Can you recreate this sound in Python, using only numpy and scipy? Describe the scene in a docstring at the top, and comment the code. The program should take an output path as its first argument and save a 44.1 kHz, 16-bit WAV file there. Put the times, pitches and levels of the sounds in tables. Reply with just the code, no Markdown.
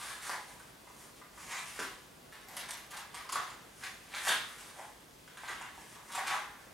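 """Handling a matchbox.

A cardboard matchbox is handled a few metres away in a quiet, bare room. The tray slides in its sleeve
by stick and slip, fingers knock the box, and wooden matches tick against each other and rattle.
The table top and the walls answer strongly, over a steady hush."""
import sys
import numpy as np
from scipy import signal
from scipy.fft import rfft, irfft, next_fast_len
from scipy.io import wavfile
from scipy.ndimage import uniform_filter1d

SR = 44100
rng = np.random.default_rng(int(sys.argv[2]) if len(sys.argv) > 2 else 0)


def dump(signal):
    """Clip the signal to [-1, 1] and save it as 16-bit WAV at the path in sys.argv[1]."""
    limited = np.clip(np.atleast_2d(signal).T, -1, 1)
    pcm = np.round(limited * 32767).astype(np.int16)
    wavfile.write(sys.argv[1], SR, pcm)


N = 297053
TOP_HZ = 15850


def amp(db):
    """Decibels to gain."""
    return 10 ** (np.asarray(db) / 20)


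def unit_rms(x):
    """Scale to rms 1."""
    return x / np.sqrt(np.mean(x ** 2) + 1e-20)


def log_interp(points, hz):
    """Interpolate (Hz, value) points on a log axis."""
    point_hz, values = np.transpose(points)
    return np.interp(np.log(hz + 1), np.log(point_hz + 1), values)


def curves(times_s, rows):
    """Interpolate each column to one value per sample."""
    return [np.interp(np.arange(N) / SR, times_s, column) for column in rows.T]


def filtered(x, response):
    """Apply a complex frequency response."""
    size = next_fast_len(x.shape[-1] + 8192)
    hz = np.fft.rfftfreq(size, 1 / SR)
    return irfft(rfft(x, size) * response(hz), size)[..., :x.shape[-1]]


def resonate(x, modes):
    """Parallel resonances of alternating sign."""
    return filtered(x, lambda f: sum((-1) ** k * amp(db) * 1j * f * bw / (hz * hz - f * f + 1j * f * bw)
                                     for k, (hz, bw, db) in enumerate(modes)))


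def stereo(pair, correlation):
    """Mix two independent signals to a left-right correlation per frequency."""
    angle = lambda hz: np.arccos(np.clip(log_interp(correlation, hz), -1, 1)) / 2
    mid, side = filtered(pair, lambda hz: np.array([np.cos(angle(hz)), np.sin(angle(hz))]))
    return np.array([mid + side, mid - side])


def pings(start_s, db, hz, t60_s, samples):
    """Sum of damped sines, each swelling over about a cycle."""
    t = np.arange(samples) / SR
    cycles = hz[:, None] * t
    decay = amp(db[:, None] - 60 * t / np.reshape(t60_s, (-1, 1)))
    rings = decay * (1 - np.exp(-1.8 * cycles)) * np.sin(2 * np.pi * cycles)
    at = np.round(start_s * SR).astype(int)[:, None] + np.arange(samples)
    return np.bincount(at.ravel(), rings.ravel(), N + samples)[:N]


# Air and hiss. Each row: frequency in Hz, relative density in dB.
HUSH_SPECTRUM = [(12, -43), (25, -20), (50, 1), (80, -6.5), (133, -1.5), (200, -2), (400, -3.5), (700, -5),
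                 (1300, -9.5), (2000, -13.5), (3200, -14), (6000, -18.5), (10000, -21.5), (13000, -21.5),
                 (15800, -25.5)]
# Each row: frequency in Hz, left-right correlation.
HUSH_CORRELATION = [(60, 1), (100, 0.91), (180, 0.86), (310, 0.47), (550, 0.18), (950, 0.02), (1650, 0.052),
                    (2860, 0.13), (4970, 0.54), (8640, 1), (15000, 1)]


def hush(level_db=-57, patch_db=0.99):
    """Steady room air and hiss, slightly patchy in time and frequency."""
    bins = signal.stft(rng.standard_normal((2, N + 512)), nperseg=512)[2]
    patches = uniform_filter1d(rng.standard_normal(bins.shape[1:]), 6, axis=0)
    patches = unit_rms(uniform_filter1d(patches, 14, axis=1))
    noise = signal.istft(bins * amp(patch_db * patches), nperseg=512)[1][:, :N]
    air = filtered(noise, lambda hz: amp(log_interp(HUSH_SPECTRUM, hz)))
    return amp(level_db) * unit_rms(stereo(air, HUSH_CORRELATION))


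# Each row: time in seconds, body level in dB, treble level in dB.
FINGER_SHIFTS = [(0, -65, -67.5), (.6, -69, -67), (.86, -74, -72.5), (1.2, -69.5, -72.5), (1.95, -69, -68),
                 (2.2, -71.5, -71.5), (2.86, -65.5, -68), (3.1, -68, -69.5), (3.6, -66, -70),
                 (3.75, -72.5, -68.5), (4.07, -67, -65.5), (4.7, -62.5, -62), (5.04, -72, -71.5),
                 (5.27, -78, -72), (5.75, -64, -66.5), (6.06, -70, -69.5), (6.5, -58.5, -68.5),
                 (6.74, -66.5, -68)]


def fidget(edge_offset_db=-3):
    """Body, edge and paper gains of fingers shifting faintly on the box."""
    rows = np.array(FINGER_SHIFTS)
    body_db, treble_db = curves(rows[:, 0], rows[:, 1:])
    return amp([body_db, treble_db + edge_offset_db, treble_db])


# Each row: end of attack in seconds, hold in seconds, body, edge and paper drive in dB, hollow note in Hz,
# its share in dB, rim note in Hz, paper note in Hz, share of these two in dB.
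PUSHES = [(0.002, 0.1, -49, -54, -51.5, 1130, -6.5, 3740, 8900, -3.5),
          (0.234, 0.045, -49.5, -55.5, -50.5, 1620, -5.5, 4030, 8800, -3.5),
          (0.32, 0.028, -52, -59, -59, 990, -2.5, 4340, 8800, -7),
          (0.49, 0.013, -65, -71, -63, 856, -7, 4000, 9100, -6),
          (0.62, .03, -69.5, -74, -75, 1470, -9, 3800, 9200, -14.5),
          (0.88, 0.018, -67, -77, -68, 1070, -7, 3600, 9300, -6),
          (0.985, 0.042, -69, -77, -61, 1100, -5, 3530, 9400, -5),
          (1.167, 0.0089, -85, -71, -70, 1160, -6.5, 3500, 9000, -7),
          (1.387, 0.11, -60.5, -60.5, -56.5, 1080, -6, 2240, 6900, -9),
          (1.515, 0.074, -48.5, -51, -53.5, 1100, -4, 2090, 6800, -1),
          (1.67, 0.049, -57, -58, -54.5, 1170, -11.5, 2950, 9300, -9),
          (1.784, 0.0045, -51, -55.5, -56, 1450, -10, 2600, 8000, -13),
          (1.827, 0.0082, -48.5, -51, -53.5, 1550, -4.5, 2520, 7500, -22),
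          (1.872, 0.0046, -74, -68, -81, 1160, -7.5, 2640, 7800, -24),
          (2.335, 0.065, -66, -65, -74, 1660, -10, 2880, 10300, -16),
          (2.483, 0.074, -60, -70, -65.5, 700, -7.5, 2960, 11100, -28),
          (2.558, .005, -61, -64, -67, 720, -9, 3100, 11000, -20),
          (2.607, 0.017, -50.5, -53.5, -58, 720, -15.5, 3270, 10900, -19),
          (2.707, 0.1, -60.5, -66, -67, 1040, -11, 3860, 10600, -26),
          (2.937, 0.043, -49, -57, -62, 1170, -11.5, 4930, 10100, -15),
          (3.144, 0.078, -54, -57.5, -62.5, 1110, -8, 4300, 8500, -26),
          (3.366, 0.025, -47, -52, -53.5, 1180, -1.5, 3500, 6600, -3.5),
          (3.474, 0.054, -63.5, -64, -69, 1140, -1.5, 3400, 6600, -18),
          (3.782, 0.023, -76, -77, -62, 1380, -4, 3000, 8500, -19),
          (3.838, 0.0054, -49.5, -48.5, -53.5, 1770, -4.5, 2760, 6450, -7),
          (4.144, 0.027, -46.5, -47.5, -54.5, 1610, -6.5, 2350, 7500, -23),
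          (4.235, 0.027, -48.5, -58, -46, 1630, -4.5, 2370, 9100, -12),
          (4.288, 0.011, -34.5, -36.5, -42.5, 1560, -6.5, 3300, 8650, -6.5),
          (4.472, 0.032, -61, -76, -68, 1480, -5.5, 3500, 9000, -2),
          (4.594, 0.015, -66, -64, -60.5, 1410, -5.5, 3740, 9400, -8),
          (4.786, 0.024, -53.5, -81, -66, 754, -6.5, 3580, 8800, -6),
          (5.297, 0.009, -66, -71, -78, 1510, -11, 3120, 8140, -9),
          (5.428, 0.06, -63, -58, -63.5, 1500, -7, 3050, 7900, -13),
          (5.5, 0.0088, -45, -53, -59, 1490, -15, 3100, 7550, -9.5),
          (5.613, 0.022, -49, -62, -68, 1600, -11, 3130, 7500, -11.5),
          (5.79, .02, -79, -71, -67, 850, -17, 3240, 7400, -8),
          (5.9, 0.034, -73, -73, -65.5, 1010, -6.5, 3300, 9000, -8),
          (5.955, 0.0065, -63, -69, -74, 1160, -5, 3500, 7550, -10),
          (6.098, .01, -56.5, -75, -60, 1110, -5.5, 3600, 7500, -8),
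          (6.14, 0.013, -52, -50.5, -54, 1040, -6, 3680, 7400, -12),
          (6.188, 0.0037, -43, -55, -57, 1150, -9.5, 3700, 7400, -21),
          (6.275, 0.059, -37.5, -45, -50, 1200, -6.5, 2250, 6250, -8.5)]


def rubs(attack_db_per_s=440, release_db_per_s=186.5):
    """Short pushes: body, edge and paper gains, and note curves that shift with tray and grip."""
    rows = np.array(PUSHES)
    gains = np.zeros((3, N))
    for full_s, hold_s, *drive_db in rows[:, :5]:
        at = np.arange(max(round((full_s - 0.25) * SR), 0), min(round((full_s + hold_s + 0.5) * SR), N))
        t = at / SR - full_s
        loss_db = attack_db_per_s * np.maximum(-t, 0) + release_db_per_s * np.maximum(t - hold_s, 0)
        gains[:, at] += amp(np.array(drive_db)[:, None] - loss_db)
    middle_s = rows[:, 0] + rows[:, 1] / 2
    return gains, curves(middle_s, rows[:, 5:])


def slips(count, scatter_db):
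    """Random stick-slip times and levels, a few much stronger than the rest."""
    start_s = rng.uniform(0, N / SR, count)
    return start_s, scatter_db * np.minimum(rng.exponential(size=count), 4)


def slip_note(centre_hz, count, detune, t60_cycles):
    """Dense slips, each ringing near a moving pitch."""
    start_s, db = slips(count, scatter_db=1.5)
    hz = centre_hz[(start_s * SR).astype(int)] * np.exp(detune * rng.standard_normal(count))
    samples = round(1.1 * t60_cycles * SR / centre_hz.min())
    return unit_rms(pings(start_s, db, np.minimum(hz, TOP_HZ), t60_cycles / hz, samples))


# Box walls and tray rim. Each row: frequency in Hz, bandwidth in Hz, relative gain in dB.
WALL_MODES = [(834, 234, -4.5), (1006, 45, 3), (1122, 103, 0), (1628, 225, 3), (2026, 320, -2)]
RIM_MODES = [(2260, 800, -1.5), (3730, 1450, 5.5), (4840, 1940, -4.5)]
# Paper fibres. Each row: frequency in Hz, relative density in dB.
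RASP_SPECTRUM = [(4000, -4.5), (5500, -2.5), (6600, 0), (7800, -0.5), (9200, 1.5), (11500, -5),
                 (15000, -20.5)]


def sliding(knock_rattle, tick_rattle):
    """Card on card: slips ring hollow, walls and rim, and fibres rasp. Rattles drive the same sounds."""
    rub_gains, (hollow_hz, hollow_db, rim_hz, paper_hz, note_db) = rubs()
    body_gain, edge_gain, paper_gain = fidget() + rub_gains
    hollow = amp(hollow_db) * slip_note(hollow_hz, count=6000, detune=0.071, t60_cycles=7.4)
    rim_note = amp(note_db) * slip_note(rim_hz, count=9000, detune=0.032, t60_cycles=11.6)
    paper_note = amp(note_db - 3.5) * slip_note(paper_hz, count=14000, detune=0.073, t60_cycles=22)
    start_s, db = slips(count=30000, scatter_db=2.5)
    friction = np.bincount((start_s * SR).astype(int), amp(db) * rng.standard_normal(len(db)), N)[:N]
    walls = resonate(friction, WALL_MODES)
    rim = resonate(friction, RIM_MODES)
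    rasp = filtered(friction, lambda hz: amp(log_interp([(1500, -14)] + RASP_SPECTRUM, hz)))
    body = (body_gain + knock_rattle) * (amp(-5.5) * unit_rms(walls) + hollow)
    edges = (edge_gain + amp(5.5) * tick_rattle) * (amp(-3.5) * unit_rms(rim) + rim_note)
    paper = (paper_gain + amp(7) * tick_rattle) * (amp(-3) * unit_rms(rasp) + paper_note)
    return body + edges + paper


def rattle(start_s, db, t60_s, rise_s=0.0014):
    """Envelope that rises after each contact and dies as the loose matches settle."""
    jolts = np.bincount(np.round(start_s * SR).astype(int), amp(db), N)
    t = np.arange(SR // 4) / SR
    settling = amp(-60 * t / t60_s) * (1 - np.exp(-t / rise_s))
    return signal.fftconvolve(jolts, settling)[:N]


# Each row: start in seconds, level in dB, pitch in Hz, T60 in seconds, relative rattle drive in dB.
FINGER_KNOCKS = [(0.295, -17, 950, 0.0052, -18.5), (0.496, -39.5, 790, 0.01, -15),
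                 (0.6, -45, 1530, 0.026, -11), (0.871, -40, 1050, 0.0089, -13),
                 (1.215, -38, 1120, 0.0073, -10), (1.376, -41.5, 1080, 0.0088, -9.5),
                 (1.524, -35, 2240, 0.016, -20), (1.791, -25.5, 1540, 0.0086, -11.5),
                 (2.325, -37.5, 1650, 0.0065, -13), (2.569, -34, 960, 0.0089, -11),
                 (2.688, -36.5, 910, 0.007, -5.5), (2.931, -41, 1160, 0.012, -11),
                 (3.144, -36, 1040, 0.011, -9), (3.288, -38, 1040, 0.0061, -2),
                 (3.326, -27, 1080, 0.012, -14), (3.357, -19, 1140, 0.022, -18),
                 (3.828, -34.5, 1600, 0.0051, -12), (4.138, -35, 2340, 0.02, -7),
                 (4.272, -29, 1620, 0.03, -11), (4.29, -28, 3530, 0.025, -33),
                 (4.293, -23, 1627, 0.055, -37), (4.787, -40, 900, 0.0065, -12),
                 (5.278, -41, 1520, 0.0085, -14), (5.371, -33.5, 1700, 0.0038, -7.5),
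                 (5.435, -29, 920, 0.011, -16), (5.485, -33.5, 1630, 0.017, -3.5),
                 (5.612, -28, 1000, 0.0085, -16), (5.778, -35, 850, 0.0093, -27),
                 (5.966, -41.5, 1120, 0.015, -29), (6.096, -47, 1760, 0.013, -16),
                 (6.146, -28, 940, 0.0064, -14), (6.179, -27, 770, 0.017, -18),
                 (6.312, -28.5, 819, 0.056, -31)]


def knocks():
    """A finger rings one short note of the box. Returns sound and rattle envelope."""
    start_s, db, hz, t60_s, rattle_db = np.transpose(FINGER_KNOCKS)
    return pings(start_s, db, hz, t60_s, samples=1500), rattle(start_s, db + rattle_db, t60_s=0.078)


# Each row: start in seconds, level in dB, low mode in Hz, high mode in Hz, relative high-mode level in dB,
# relative rattle drive in dB.
MATCH_TICKS = [(0.295, -27.5, 4770, 9400, -15, -33), (.597, -48, 3850, 9000, 4, -27),
               (1.792, -31, 5000, 9300, -6, -15.5), (2.3252, -45.5, 3840, 12300, -4, -14.5),
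               (2.485, -47.5, 7550, 12100, 7, -17), (2.5676, -32.5, 5100, 11000, 4, -14),
               (2.687, -36, 5910, 8500, -5, -13.5), (2.707, -27, 6000, 8360, -4, -20),
               (2.742, -58, 3400, 13000, 7, -20), (2.772, -48, 3240, 11200, 9, -10),
               (2.908, -42, 6800, 10100, 1, -11), (2.913, -52, 4430, 13200, 8, -28),
               (2.968, -37, 5030, 8850, -5, -13), (3.145, -34.5, 5030, 8150, -0.5, -14.5),
               (3.2917, -30, 4840, 7360, -20, -16), (3.3225, -31.5, 4950, 10800, 3, -13.5),
               (3.325, -26, 4800, 6840, -1.5, -22), (3.502, -45, 5000, 7300, 3.5, -26),
               (3.839, -34, 4370, 9100, -6, -33), (4.149, -26, 3950, 6600, -7, -29),
               (4.282, -25.5, 3260, 9200, -3, -13.5), (4.29, -25, 5170, 6860, 1, -42),
               (5.278, -40, 3120, 4800, -7, -26), (5.373, -34, 3270, 8850, -11, -22.5),
               (5.484, -37.5, 3500, 6660, 0, -24), (5.613, -40.5, 3000, 6900, 2, -16.5),
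               (6.12, -42, 4200, 8900, -10, -12), (6.15, -32, 3930, 7600, 3, -15.5),
               (6.271, -32.5, 6250, 10000, -10, -13.5)]


def ticks():
    """Match on match rings two bending modes. Returns sound and rattle envelope."""
    start_s, db, low_hz, high_hz, high_db, rattle_db = np.transpose(MATCH_TICKS)
    low = pings(start_s, db, low_hz, t60_s=0.0035, samples=400)
    high = pings(start_s, db + high_db, high_hz, t60_s=0.0047, samples=400)
    return low + high, rattle(start_s, db + rattle_db, t60_s=0.053)


# Each row: start in seconds, level in dB, pitch in Hz, T60 in seconds.
TRAY_THUDS = [(0.295, -31, 560, 0.0048), (1.790, -26.5, 440, 0.014), (1.796, -23, 250, 0.014),
              (1.812, -26.5, 375, 0.014), (2.57, -44, 625, 0.014), (3.33, -36, 354, 0.015),
              (4.272, -26.5, 755, 0.018), (4.288, -25.5, 480, 0.012), (4.3, -26.5, 264, 0.018),
              (4.79, -35, 620, 0.0088), (5.5, -28, 420, 0.0064), (6.309, -38, 395, 0.0066)]


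def thuds():
    """The tray hits its stop or the palm and rings one low note."""
    return pings(*np.transpose(TRAY_THUDS), samples=2000)


# Room decay. Each row: frequency in Hz, T60 in seconds.
ROOM_T60 = [(200, 0.73), (450, 0.45), (1200, 0.4), (3600, 0.48), (6000, 0.4), (9000, 0.16), (14000, 0.42)]
# Each row: frequency in Hz, left-right correlation.
TAIL_CORRELATION = [(60, 1), (180, 0.89), (500, 0.99), (1000, 0.71), (1700, 0.45), (3000, 0.45),
                    (5000, 0.57), (8000, 0.14), (10000, 0.95), (11500, 1)]
# Table top and near walls. Each row: delay in seconds, gain in dB.
EARLY_ECHOES = [(.0052, -1.5), (.0108, -5), (.028, -7), (.034, -8), (.043, -8)]


def reflections(t, build_s=0.02, sway_s=0.00025):
    """One random stereo response: early echoes and a tail that builds, then dies slowest in the bass."""
    hz, frame_s, bins = signal.stft(rng.standard_normal((2, len(t))), SR, nperseg=256)
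    decay = amp(-60 * frame_s / log_interp(ROOM_T60, hz)[:, None])
    tail = signal.istft(bins * decay, SR, nperseg=256)[1][:, :len(t)]
    onset = np.clip(t / build_s - 0.2, 0, 1)
    response = stereo(tail * onset, TAIL_CORRELATION)
    response *= amp(2) / np.linalg.norm(response[0])
    for delay_s, db in EARLY_ECHOES:
        response[:, round((delay_s + rng.normal(0, sway_s)) * SR)] += amp(db)
    return response


# Modes between the walls. Each row: frequency in Hz, energy relative to the direct sound in dB.
STANDING_WAVES = [(766, -30.5), (843, -27.5), (1005, -28), (1124, -40), (1208, -36), (1276, -27.5),
                  (1509, -29.5), (1595, -34), (1710, -29), (2083, -28), (2440, -34), (3605, -27),
                  (9280, -32)]


def room(x, response_samples=21000):
    """Direct sound and standing waves stay; echoes and tail change as the hands move the box."""
    t = np.arange(response_samples) / SR
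    steady = np.zeros(response_samples)
    for hz, db in STANDING_WAVES:
        wave = amp(-60 * t / log_interp(ROOM_T60, hz)) * np.sin(2 * np.pi * hz * t)
        steady += amp(db) * wave / np.linalg.norm(wave)
    steady[0] += 1  # direct sound
    hop = SR // 12
    window = np.sin(np.pi * np.arange(2 * hop) / (2 * hop)) ** 2
    padded = np.pad(x, (hop, 2 * hop))
    moving = np.zeros((2, N + SR + response_samples))
    for at in range(0, N + hop, hop):
        frame = window * padded[at:at + 2 * hop]
        wet = signal.fftconvolve(frame[None], reflections(t), axes=1)
        moving[:, at:at + wet.shape[1]] += wet
    return signal.fftconvolve(x, steady)[:N] + moving[:, hop:hop + N]


def scene(corner_hz=220):
    """The box in the room over the hush; a thing this small radiates almost no bass."""
    knock_sound, knock_rattle = knocks()
    tick_sound, tick_rattle = ticks()
    box = sliding(knock_rattle, tick_rattle) + knock_sound + tick_sound + thuds()
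    radiated = filtered(box, lambda hz: (1j * hz / (corner_hz + 1j * hz)) ** 3)
    return room(radiated) + hush()


def record(dry):
    """Brick-wall low-pass at TOP_HZ."""
    return filtered(dry, lambda hz: hz < TOP_HZ)


dry = scene()
out = record(dry)
dump(out)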